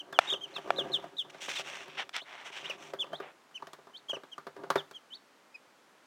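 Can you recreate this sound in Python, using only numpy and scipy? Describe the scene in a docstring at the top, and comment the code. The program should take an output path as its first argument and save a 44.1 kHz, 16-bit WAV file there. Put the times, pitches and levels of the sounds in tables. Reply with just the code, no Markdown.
"""Young chicks peep, chirp and twitter in a plywood brooder box, close to a hand-held camera.
Their calls are gliding whistles that flutter as echoes from the near walls mix in. Feet and beaks
ring, tap and scratch the hollow floor, which also hums with tiny slips as something drags over it.
Filtered friction noise brushes along in short strokes; the camera body gives two loud and two
fainter clicks through its shell resonances. Quiet coloured noise is the room air."""
import sys
import numpy as np
from scipy import signal
from scipy.fft import rfft, irfft, next_fast_len
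from scipy.io import wavfile
from scipy.ndimage import uniform_filter1d, map_coordinates

SR = 44100
rng = np.random.default_rng(int(sys.argv[2]) if len(sys.argv) > 2 else 0)


def inscribe(sig):
    """Save sig as 16-bit PCM at rate SR to the path in sys.argv[1].

    A 1-D sig is mono; a 2-D sig holds one channel per row.
    Samples are clipped to [-1, 1] before scaling.
    """
    pcm = np.round(np.clip(np.atleast_2d(sig).T, -1, 1) * 32767)
    wavfile.write(sys.argv[1], SR, pcm.astype(np.int16))


N = 267246

# spectrum of contact noise on the boards: (f/Hz, level/dB)
TAP = [(100, -27.5), (600, -1), (1250, -0.5), (1700, -3), (2500, -15), (4000, -15.5), (8000, -32.5)]
# spectrum of fine scratching, also the crack of a click and the rasp of a call: (f/Hz, level/dB)
SCRATCH = [(1500, -13), (3000, -4), (4800, -2.5), (10000, -16), (16000, -25)]
PANEL_S = 0.4  # how long the floor may ring
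SPOT_OCTAVES = 0.22  # how near a mode must be to the struck spot's pitch to be favoured
TOP_HZ = 16100  # band limit


def amp(db):
    """Decibels to gain."""
    return 10 ** (np.asarray(db) / 20)


def unit(x):
    """Scale to rms 1."""
    return x / np.sqrt(np.mean(x ** 2) + 1e-20)


def along(points, hz):
    """Interpolate (f/Hz, value) points on a log frequency axis."""
    f, v = np.transpose(points)
    return np.interp(np.log(hz + 1), np.log(f), v)


def bell(hz, centre_hz, octaves):
    """A hump of height 1 around one pitch."""
    return np.exp(-(np.log2(hz / centre_hz) / octaves) ** 2)


def tilt(hz, db_per_octave):
    """A spectral slope in dB that levels out below 500 Hz and above 6500 Hz."""
    return db_per_octave * np.log2(np.clip(hz, 500, 6500))


def wobble(rate, size):
    """A smooth random curve, rate knots a second."""
    knots = rng.standard_normal(int(size * rate / SR) + 4)
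    return map_coordinates(knots, [np.arange(size) * rate / SR])


def noise(spectrum, size, tilt_db=0, grain_db=0):
    """Coloured noise of rms 1, tilted per octave; the grain makes it catch and slip."""
    m = next_fast_len(size + 2048)
    hz = np.fft.rfftfreq(m, 1 / SR)
    drive = rng.standard_normal(m) * amp(grain_db * wobble(1100, m))
    colour = amp(along(spectrum, hz) + tilt(hz, tilt_db))
    return unit(irfft(rfft(drive) * colour, m)[:size])


def envelope(length, attack, release):
    """A smooth attack, hold and release."""
    t = np.arange(round(length * SR)) / SR
    rise = np.sin(np.pi / 2 * np.clip(t / attack, 0, 1))
    fade = np.sin(np.pi / 2 * np.clip((length - t) / release, 0, 1))
    return rise * fade


def add(track, s, sound):
    """Mix a sound in at time s."""
    i = round(s * SR)
    part = sound[max(-i, 0):max(N - i, 0)]
    track[max(i, 0):max(i, 0) + len(part)] += part


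def room_air():
    """Quiet steady noise in the spectrum of the room air."""
    # air spectrum: (f/Hz, level/dB)
    air_spectrum = [(50, -22), (150, -7.5), (260, 1.5), (1400, -0.5), (2500, -7), (7000, -15.5),
                    (16000, -28.5)]
    return amp(-63) * noise(air_spectrum, N)


def panel(t, spot_hz, spot_db):
    """The floor's decaying modes answer a touch; each spot favours those near one pitch."""
    # floor modes: (f/Hz, level/dB, t60/s)
    floor_modes = [(92.8, -43.5, 1), (151, -20.5, 0.23), (198.6, -14.5, 0.07), (284, -12, 0.075),
                   (395.2, -2.5, 0.083), (552.6, -2.5, 0.045), (678.5, -3, 0.044), (967, -6.5, 0.05),
                   (1114, -9, 0.049), (1192, -3, 0.048), (1613, -8, 0.043)]
    ring = 0
    for hz, db, t60 in floor_modes:
        mode_db = db + spot_db * bell(hz, spot_hz, SPOT_OCTAVES) + rng.normal(0, 0.82)
        ring = ring + amp(mode_db - 60 * t / t60) * np.sin(2 * np.pi * hz * t) * rng.choice([-1, 1])
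    return ring


def shuffling():
    """Dragging keeps the floor humming with a dense stream of tiny slips, with rubbing beside them."""
    # bouts of dragging on the boards: (t/s, length/s, level/dB)
    drag_bouts = [(-.05, 1, -55.5), (0.626, 0.58, -45), (1.19, 0.97, -58), (2.546, 0.79, -56),
                  (4.543, 0.23, -47)]
    # soft slips mostly move the lower modes: (low f/Hz, high f/Hz)
    slip_band = [110, 870]
    slips_per_s, rub_db, lumps_db = 450, -12, 2.2  # lumps: unevenness of the drag
    attack_s, release_s = 0.094, 0.3  # a drag starts quickly and fades slowly
    drag = np.zeros(N)
    for s, length, db in drag_bouts:
        add(drag, s, amp(db) * envelope(length, attack_s, release_s))
    slips = rng.standard_normal(N) * (rng.random(N) < slips_per_s / SR)
    slips = signal.sosfilt(signal.butter(1, slip_band, "band", fs=SR, output="sos"), slips)
    floor = panel(np.arange(int(PANEL_S * SR)) / SR, spot_hz=160, spot_db=4)
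    hum = unit(signal.fftconvolve(slips, floor)[:N])
    rub = amp(rub_db) * noise(TAP, N, grain_db=0.5)
    return drag * unit((hum + rub) * amp(lumps_db * wobble(55, N)))


def brushing():
    """Surging strokes of friction and snapping fibres, each with its own resonance."""
    # strokes: (t/s, length/s, level/dB, tilt/dB per octave, hiss/dB)
    stroke_table = [(0.186, 0.17, -44, -1, 4.5), (0.382, 0.8, -56.5, -0.5, 6),
                    (1.296, 0.018, -48.5, 3.5, 3), (1.319, 0.12, -57.5, 3, 1),
                    (1.402, 0.085, -42.5, 4.5, 4.5), (1.475, 0.088, -38, 4, 3), (1.545, 0.085, -37, 5.5, 1),
                    (1.622, .27, -44.5, 0.8, 4.5), (1.852, .24, -53, 3.5, -6), (1.969, 0.075, -34.5, 0, -3),
                    (2.128, 0.084, -39, 3, -5.5), (2.239, 0.29, -49.5, -1, 0), (2.443, 0.069, -44, -0.5, 6),
                    (2.511, 0.13, -43.5, 1.5, 1), (2.621, 0.16, -47, 1, -0.5), (2.775, 0.16, -53, 1, 8),
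                    (3.2, 0.13, -51.5, -6, -5)]
    # brush spectrum: (f/Hz, level/dB)
    brush_spectrum = [(100, -26.5), (350, -13.5), (700, 0.5), (2000, 1.5), (3400, -.5), (4000, -8.5),
                      (4850, -14.5), (5700, -10), (6700, -18), (8200, -22), (11000, -36.5), (16000, -39.5)]
    # where the hiss sets in: (start f/Hz, full f/Hz)
    hiss_onset = [4960, 6100]
    # range of a stroke's resonance: (low f/Hz, high f/Hz)
    ring_range = (2076, 2970)
    peak_db, width_hz = 4, 170  # the resonance
    press, lift = 0.28, 0.6  # attack and release as shares of a stroke
    snaps_per_s, snap_db = 4000, -4.5
    out = np.zeros(N)
    for s, length, db, tilt_db, hiss_db in stroke_table:
        held = envelope(length, press * length, lift * length)
        size = len(held)
        pressure = amp(db + 1.3 * wobble(60, size) + 1.9 * wobble(500, size)) * held
        snaps = unit(rng.standard_normal(size) * (rng.random(size) < snaps_per_s / SR))
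        friction = rng.standard_normal(size) + amp(snap_db) * snaps
        hz = np.fft.rfftfreq(size, 1 / SR)
        ring_hz = rng.uniform(*ring_range)
        ring_db = peak_db / (1 + ((hz - ring_hz) / width_hz) ** 2)
        hiss = hiss_db * np.interp(hz, hiss_onset, [0, 1])
        colour = amp(along(brush_spectrum, hz) + ring_db + hiss + tilt(hz, tilt_db))
        add(out, s, pressure * unit(irfft(rfft(friction) * colour, size)))
    return out


def clicks():
    """A hard impulse through the camera's heavily damped shell, with a brief gritty crack."""
    # clicks on the camera body: (t/s, level/dB, tilt/dB per octave)
    click_table = [(.189, 13, -1.5), (0.705, 4.5, -5), (2.093, -19.5, 4), (2.165, -10, 5.5)]
    # shell resonances: (f/Hz, bandwidth/Hz, level/dB)
    shell_modes = [(702, 187, 1.5), (1373, 210, 0.5), (1770, 130, -3.5), (2395, 200, -4), (3440, 210, -5.5),
                   (5260, 470, -16), (8050, 900, -27.5)]
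    out, size = np.zeros(N), SR // 10
    hz, t = np.fft.rfftfreq(size, 1 / SR), np.arange(size) / SR
    shell = 0
    for k, (centre, width, db) in enumerate(shell_modes):
        resonance = 1j * hz * width / (centre * centre - hz * hz + 1j * hz * width)
        shell = shell + (-1) ** k * amp(db) * resonance
    shell = shell * (1j * hz / (1j * hz + 220)) ** 2  # the small shell radiates little bass
    for s, db, tilt_db in click_table:
        slope = amp(tilt_db * np.log2(np.clip(hz, 600, 6000) / 600))
        ring = np.fft.fftshift(irfft(shell * slope, size))  # the impulse sits mid-buffer
        add(out, s - size / SR / 2, amp(db) * ring / np.linalg.norm(ring))
        crack = noise(SCRATCH, size) * amp(-60 * t / 0.022)
        add(out, s, amp(db + 2 * tilt_db - 38) * crack)
    return out


def patter():
    """The lightest steps come at random: rows of (t/s, level/dB, hardness/dB, f/Hz)."""
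    per_s, loudest_db, end_s = 13, -45, 3.9
    draws = rng.random((int(per_s * end_s), 3))
    return [(end_s * when, loudest_db - 8 * weak, 10 * (hard - 1), 400 + 700 * hard)
            for when, weak, hard in draws]


def floor_tap(colour, t, tilt_db):
    """Contact noise on the boards with a fast decay and a weaker, slower one."""
    decay = amp(-60 * t / 0.044) + amp(-10) * amp(-60 * t / 0.19)
    return noise(colour, len(t), tilt_db=tilt_db) * decay


def steps():
    """A foot or beak rings the floor, taps and scratches it; soft steps are duller; a toe tap follows."""
    # feet and beaks: (t/s, level/dB, hardness/dB: more scratch and less thud, struck spot f/Hz)
    step_table = [(.126, -32, 2, 1600), (0.323, -33.5, -3.5, 400), (.337, -33.5, -9, 543),
                  (.563, -37, 4, 1090), (.582, -33, -3.5, 660), (.674, -36.5, -7, 400),
                  (.784, -29, -8, 570), (.804, -30, -40, 400), (0.897, -37, -28, 680),
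                  (1.04, -35.5, -4.5, 674), (1.345, -42, -4, 670), (1.482, -33, -2, 545),
                  (1.594, -34, 0, 630), (1.88, -42.5, 3, 950), (2.697, -34.5, 5, 545),
                  (2.935, -31, -1.5, 424), (3.041, -40, 0, 990), (3.13, -29, -6.5, 696),
                  (3.2, -31.5, -6.5, 418), (3.622, -35.5, -5, 1010), (3.67, -38.5, 2.5, 694),
                  (3.732, -40.5, 9.5, 400), (4.094, -39, 2.5, 970), (4.13, -31.5, -7.5, 570),
                  (4.166, -37, -7, 460), (4.234, -40.5, -3, 280), (4.38, -35, 0, 1230),
                  (4.467, -32.5, -3, 432), (4.564, -40.5, -3, 418), (4.635, -35, -6, 417),
                  (4.702, -18, 3.5, 1090), (4.756, -18, -3, 378), (4.911, -42, 7.5, 410)]
    thud_db, tap_db, scratch_db = -6.5, -6, -12  # at hardness 0, relative to the step's level
    spot_db, tap_octaves = 8, 0.41  # emphasis at the spot's pitch; its width in the tap
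    tap_tilt = 0.27  # dB per octave for each dB of hardness
    contact_s, firm_db = 0.001, 6.5  # attack time at hardness 0; hardness that halves it
    toe_s, toe_db = 0.022, -20  # longest delay of the toes after the foot; their level
    out, t = np.zeros(N), np.arange(int(PANEL_S * SR)) / SR
    hz = np.geomspace(TAP[0][0], TOP_HZ)
    for s, db, hard_db, spot_hz in step_table + patter():
        thud = panel(t, spot_hz, spot_db) * (1 - np.exp(-t / 0.0011))
        colour = np.column_stack([hz, along(TAP, hz) + spot_db * bell(hz, spot_hz, tap_octaves)])
        tap = floor_tap(colour, t, tap_tilt * hard_db)
        toe = floor_tap(colour, t, tap_tilt * hard_db)
        scratch = noise(SCRATCH, len(t)) * amp(-60 * t / 0.023)
        blow = amp(thud_db - hard_db / 2) * thud + amp(tap_db) * tap
        blow = blow + amp(scratch_db + hard_db) * scratch
        onset = 1 - np.exp(-t / contact_s * 2 ** (hard_db / firm_db))
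        add(out, s, amp(db) * blow * onset)
        add(out, s + toe_s * rng.uniform(0.35, 1), amp(db + toe_db) * toe * onset)
    return out


def swell(size, crest):
    """The effort of a call: a thin start, an arch with its top at crest (share of length), a thin end."""
    knots = [0, np.clip(crest, .05, .95), 1]
    arch = np.sin(np.interp(np.linspace(0, 1, size), knots, [0, np.pi / 2, np.pi]))
    return 0.33 + np.abs(arch) ** 2.1


def whistle(pitch, effort, overtone_db=0):
    """One gliding whistle with weak overtones and a slight tremble, coloured by the throat."""
    # throat resonances and dips: (f/Hz, level/dB)
    throat = [(2300, 7), (3000, -4.5), (3600, -1), (4300, -12.5), (4600, 9.5), (6200, 4), (7300, -3),
              (8500, -10.5)]
    second_db, third_db = -23.5, -29.5  # partials of a call that tops out at pure_hz
    pure_hz, pure_db_per_khz = 2970, 13  # higher calls have weaker overtones
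    size = len(pitch)
    phase = 2 * np.pi * np.cumsum(pitch * (1 + 0.0022 * wobble(323, size))) / SR
    pure_db = pure_db_per_khz * (pitch.max() - pure_hz) / 1000 - overtone_db
    partials = [0, second_db - pure_db, third_db - pure_db]
    tone = sum(amp(db + along(throat, k * pitch)) * np.sin(k * phase)
               for k, db in enumerate(partials, 1))
    rasp = amp(-32.5) * noise(SCRATCH, size, tilt_db=23)
    tremble = amp(1.1 * wobble(170, size))
    return tremble * effort * envelope(size / SR, 0.0016, 0.0012) * (tone + rasp)


def chirps():
    """A chirp creeps upward, flicks to its top as it thins and begins to drop back."""
    # rising chirps: (t/s, length/s, start f/Hz, top f/Hz, level/dB, thinning at the top/dB)
    chirp_table = [(2.193, .05, 2810, 4350, -43, -1), (2.641, 0.045, 2710, 3940, -37, -9),
                   (3.127, 0.064, 3090, 4300, -39, -6), (3.935, 0.063, 2990, 4410, -43, -0.5),
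                   (5.104, 0.072, 2930, 4480, -42, 0.5)]
    flick_at, flick_width = 0.73, 0.23  # shares of the chirp's length
    creep_share, flick_edge = 0.308, 2.25  # slow rise as a share of the whole; steepness of the flick
    out = np.zeros(N)
    for s, length, start_hz, top_hz, db, thin_db in chirp_table:
        progress = np.linspace(0, 1, int(length * SR))
        flick = np.exp(-np.abs((progress - flick_at) / flick_width) ** flick_edge)
        rise = flick + (1 - flick) * creep_share * progress
        call = whistle(start_hz + (top_hz - start_hz) * rise, swell(len(flick), crest=0.42))
        add(out, s, amp(db + thin_db * flick) * call)
    return out


def trill():
    """One chick swings its pitch up and down twice without a break."""
    # corners of the two-arched trill: (t/s, f/Hz, level/dB)
    trill_path = [(.27, 3230, -49), (.279, 3700, -34), (.29, 3785, -26.5), (.298, 3540, -33),
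                  (0.304, 3160, -19.5), (0.314, 3640, -27.5), (0.325, 3768, -25.5), (.337, 3040, -25.5),
                  (0.345, 2610, -38)]
    out = np.zeros(N)
    s, hz, db = np.transpose(trill_path)
    t = np.arange(s[0], s[-1], 1 / SR)
    pitch = uniform_filter1d(np.interp(t, s, hz), size=150)  # rounds the corners
    add(out, s[0], whistle(pitch, amp(np.interp(t, s, db)), overtone_db=8.5))
    return out


def peeps():
    """A peep shoots up, turns over and slides down."""
    # falling peeps: (t/s, length/s, top f/Hz, end f/Hz, level/dB, time to the top/s)
    peep_table = [(-.014, 0.035, 3290, 2740, -37.5, 0.0043), (0.132, 0.055, 3580, 2700, -42, 0.0031),
                  (0.319, 0.06, 3590, 2900, -36.5, 0.0044), (0.408, .052, 3234, 2790, -35.5, 0.0216),
                  (0.538, 0.052, 4360, 2930, -35, 0.01), (0.558, 0.02, 2760, 2300, -43.5, 0.0025),
                  (0.761, 0.065, 4145, 2790, -28.5, 0.012), (0.918, 0.057, 4310, 2872, -24.5, 0.0055),
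                  (1.168, 0.058, 4000, 2865, -28.5, 0.0074), (1.546, .059, 3940, 3056, -37, 0.013),
                  (2.694, 0.022, 2980, 2200, -33, 0.0054), (2.988, 0.049, 3532, 2620, -28.5, .014),
                  (3.543, 0.038, 3084, 2440, -38.5, 0.0134), (4.085, 0.036, 3310, 2765, -28.5, 0.013),
                  (4.129, 0.035, 3040, 2490, -36.5, 0.015), (4.316, .029, 3275, 2720, -40.5, 0.0057),
                  (4.772, 0.039, 3680, 2870, -35.5, 0.011), (4.936, 0.046, 3320, 2840, -42, 0.012),
                  (5.542, 0.022, 2550, 2290, -47.5, 0.0078)]
    rise_share, turn_s = 0.419, 0.0028  # rise as a share of the fall; roundness of the turn
    # peeps topping out above even_hz plunge and then ease off; lower ones hold and then drop
    even_hz, bend_hz = 3650, 498
    out = np.zeros(N)
    for s, length, top_hz, end_hz, db, top_s in peep_table:
        t = np.arange(int(length * SR)) / SR - top_s
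        sag = np.hypot(t, turn_s) - turn_s
        bend = (top_hz - even_hz) / bend_hz + 1e-6
        fall = np.expm1(-bend * sag / sag[-1]) / np.expm1(-bend)
        below_top = np.where(t < 0, rise_share * (t / top_s) ** 2, fall)
        pitch = top_hz + (end_hz - top_hz) * below_top
        add(out, s, amp(db) * whistle(pitch, swell(len(t), crest=0.52)))
    return out


def walls(x):
    """First echoes from the plywood sides comb the calls, so a gliding pitch flutters."""
    # echoes: (delay/s, strength as a gain, negative when inverted)
    echoes = [(.00197, 0.19), (.0043, -0.27), (.0095, 0.19)]
    out = x.copy()
    for delay, strength in echoes:
        add(out, delay, strength * x)
    return out


def box(x):
    """The short diffuse ring of the brooder: noise that decays at its own rate in each band."""
    # decay of the box: (f/Hz, t60/s)
    box_decay = [(100, 0.14), (3300, 0.34), (12000, 0.63)]
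    hz, t, z = signal.stft(rng.standard_normal(SR // 2), SR, nperseg=256)
    decay = amp(-60 * t / along(box_decay, hz)[:, None])
    tail = signal.istft(z * decay, SR, nperseg=256)[1]
    return signal.fftconvolve(x, tail / np.linalg.norm(tail))[:N]


def scene():
    """Chicks in their box, near handling sounds and quiet room air."""
    calls = walls(peeps() + trill() + chirps())
    feet = steps()
    inside = calls + feet + box(amp(-18) * calls + amp(-16) * feet)
    return (room_air() + shuffling() + brushing() + clicks() + inside)[None]


def record(dry):
    """The small microphone rounds off hard peaks and loses deep bass; nothing passes the band limit."""
    m = next_fast_len(N + SR // 2)
    rounded = dry / (1 + np.abs(dry / .75) ** 4) ** (1 / 4)
    thin = signal.sosfilt(signal.butter(4, 88, "high", fs=SR, output="sos"), rounded)
    in_band = np.fft.rfftfreq(m, 1 / SR) < TOP_HZ
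    return irfft(rfft(thin, m) * in_band, m)[..., :N]


dry = scene()
out = record(dry)
inscribe(out)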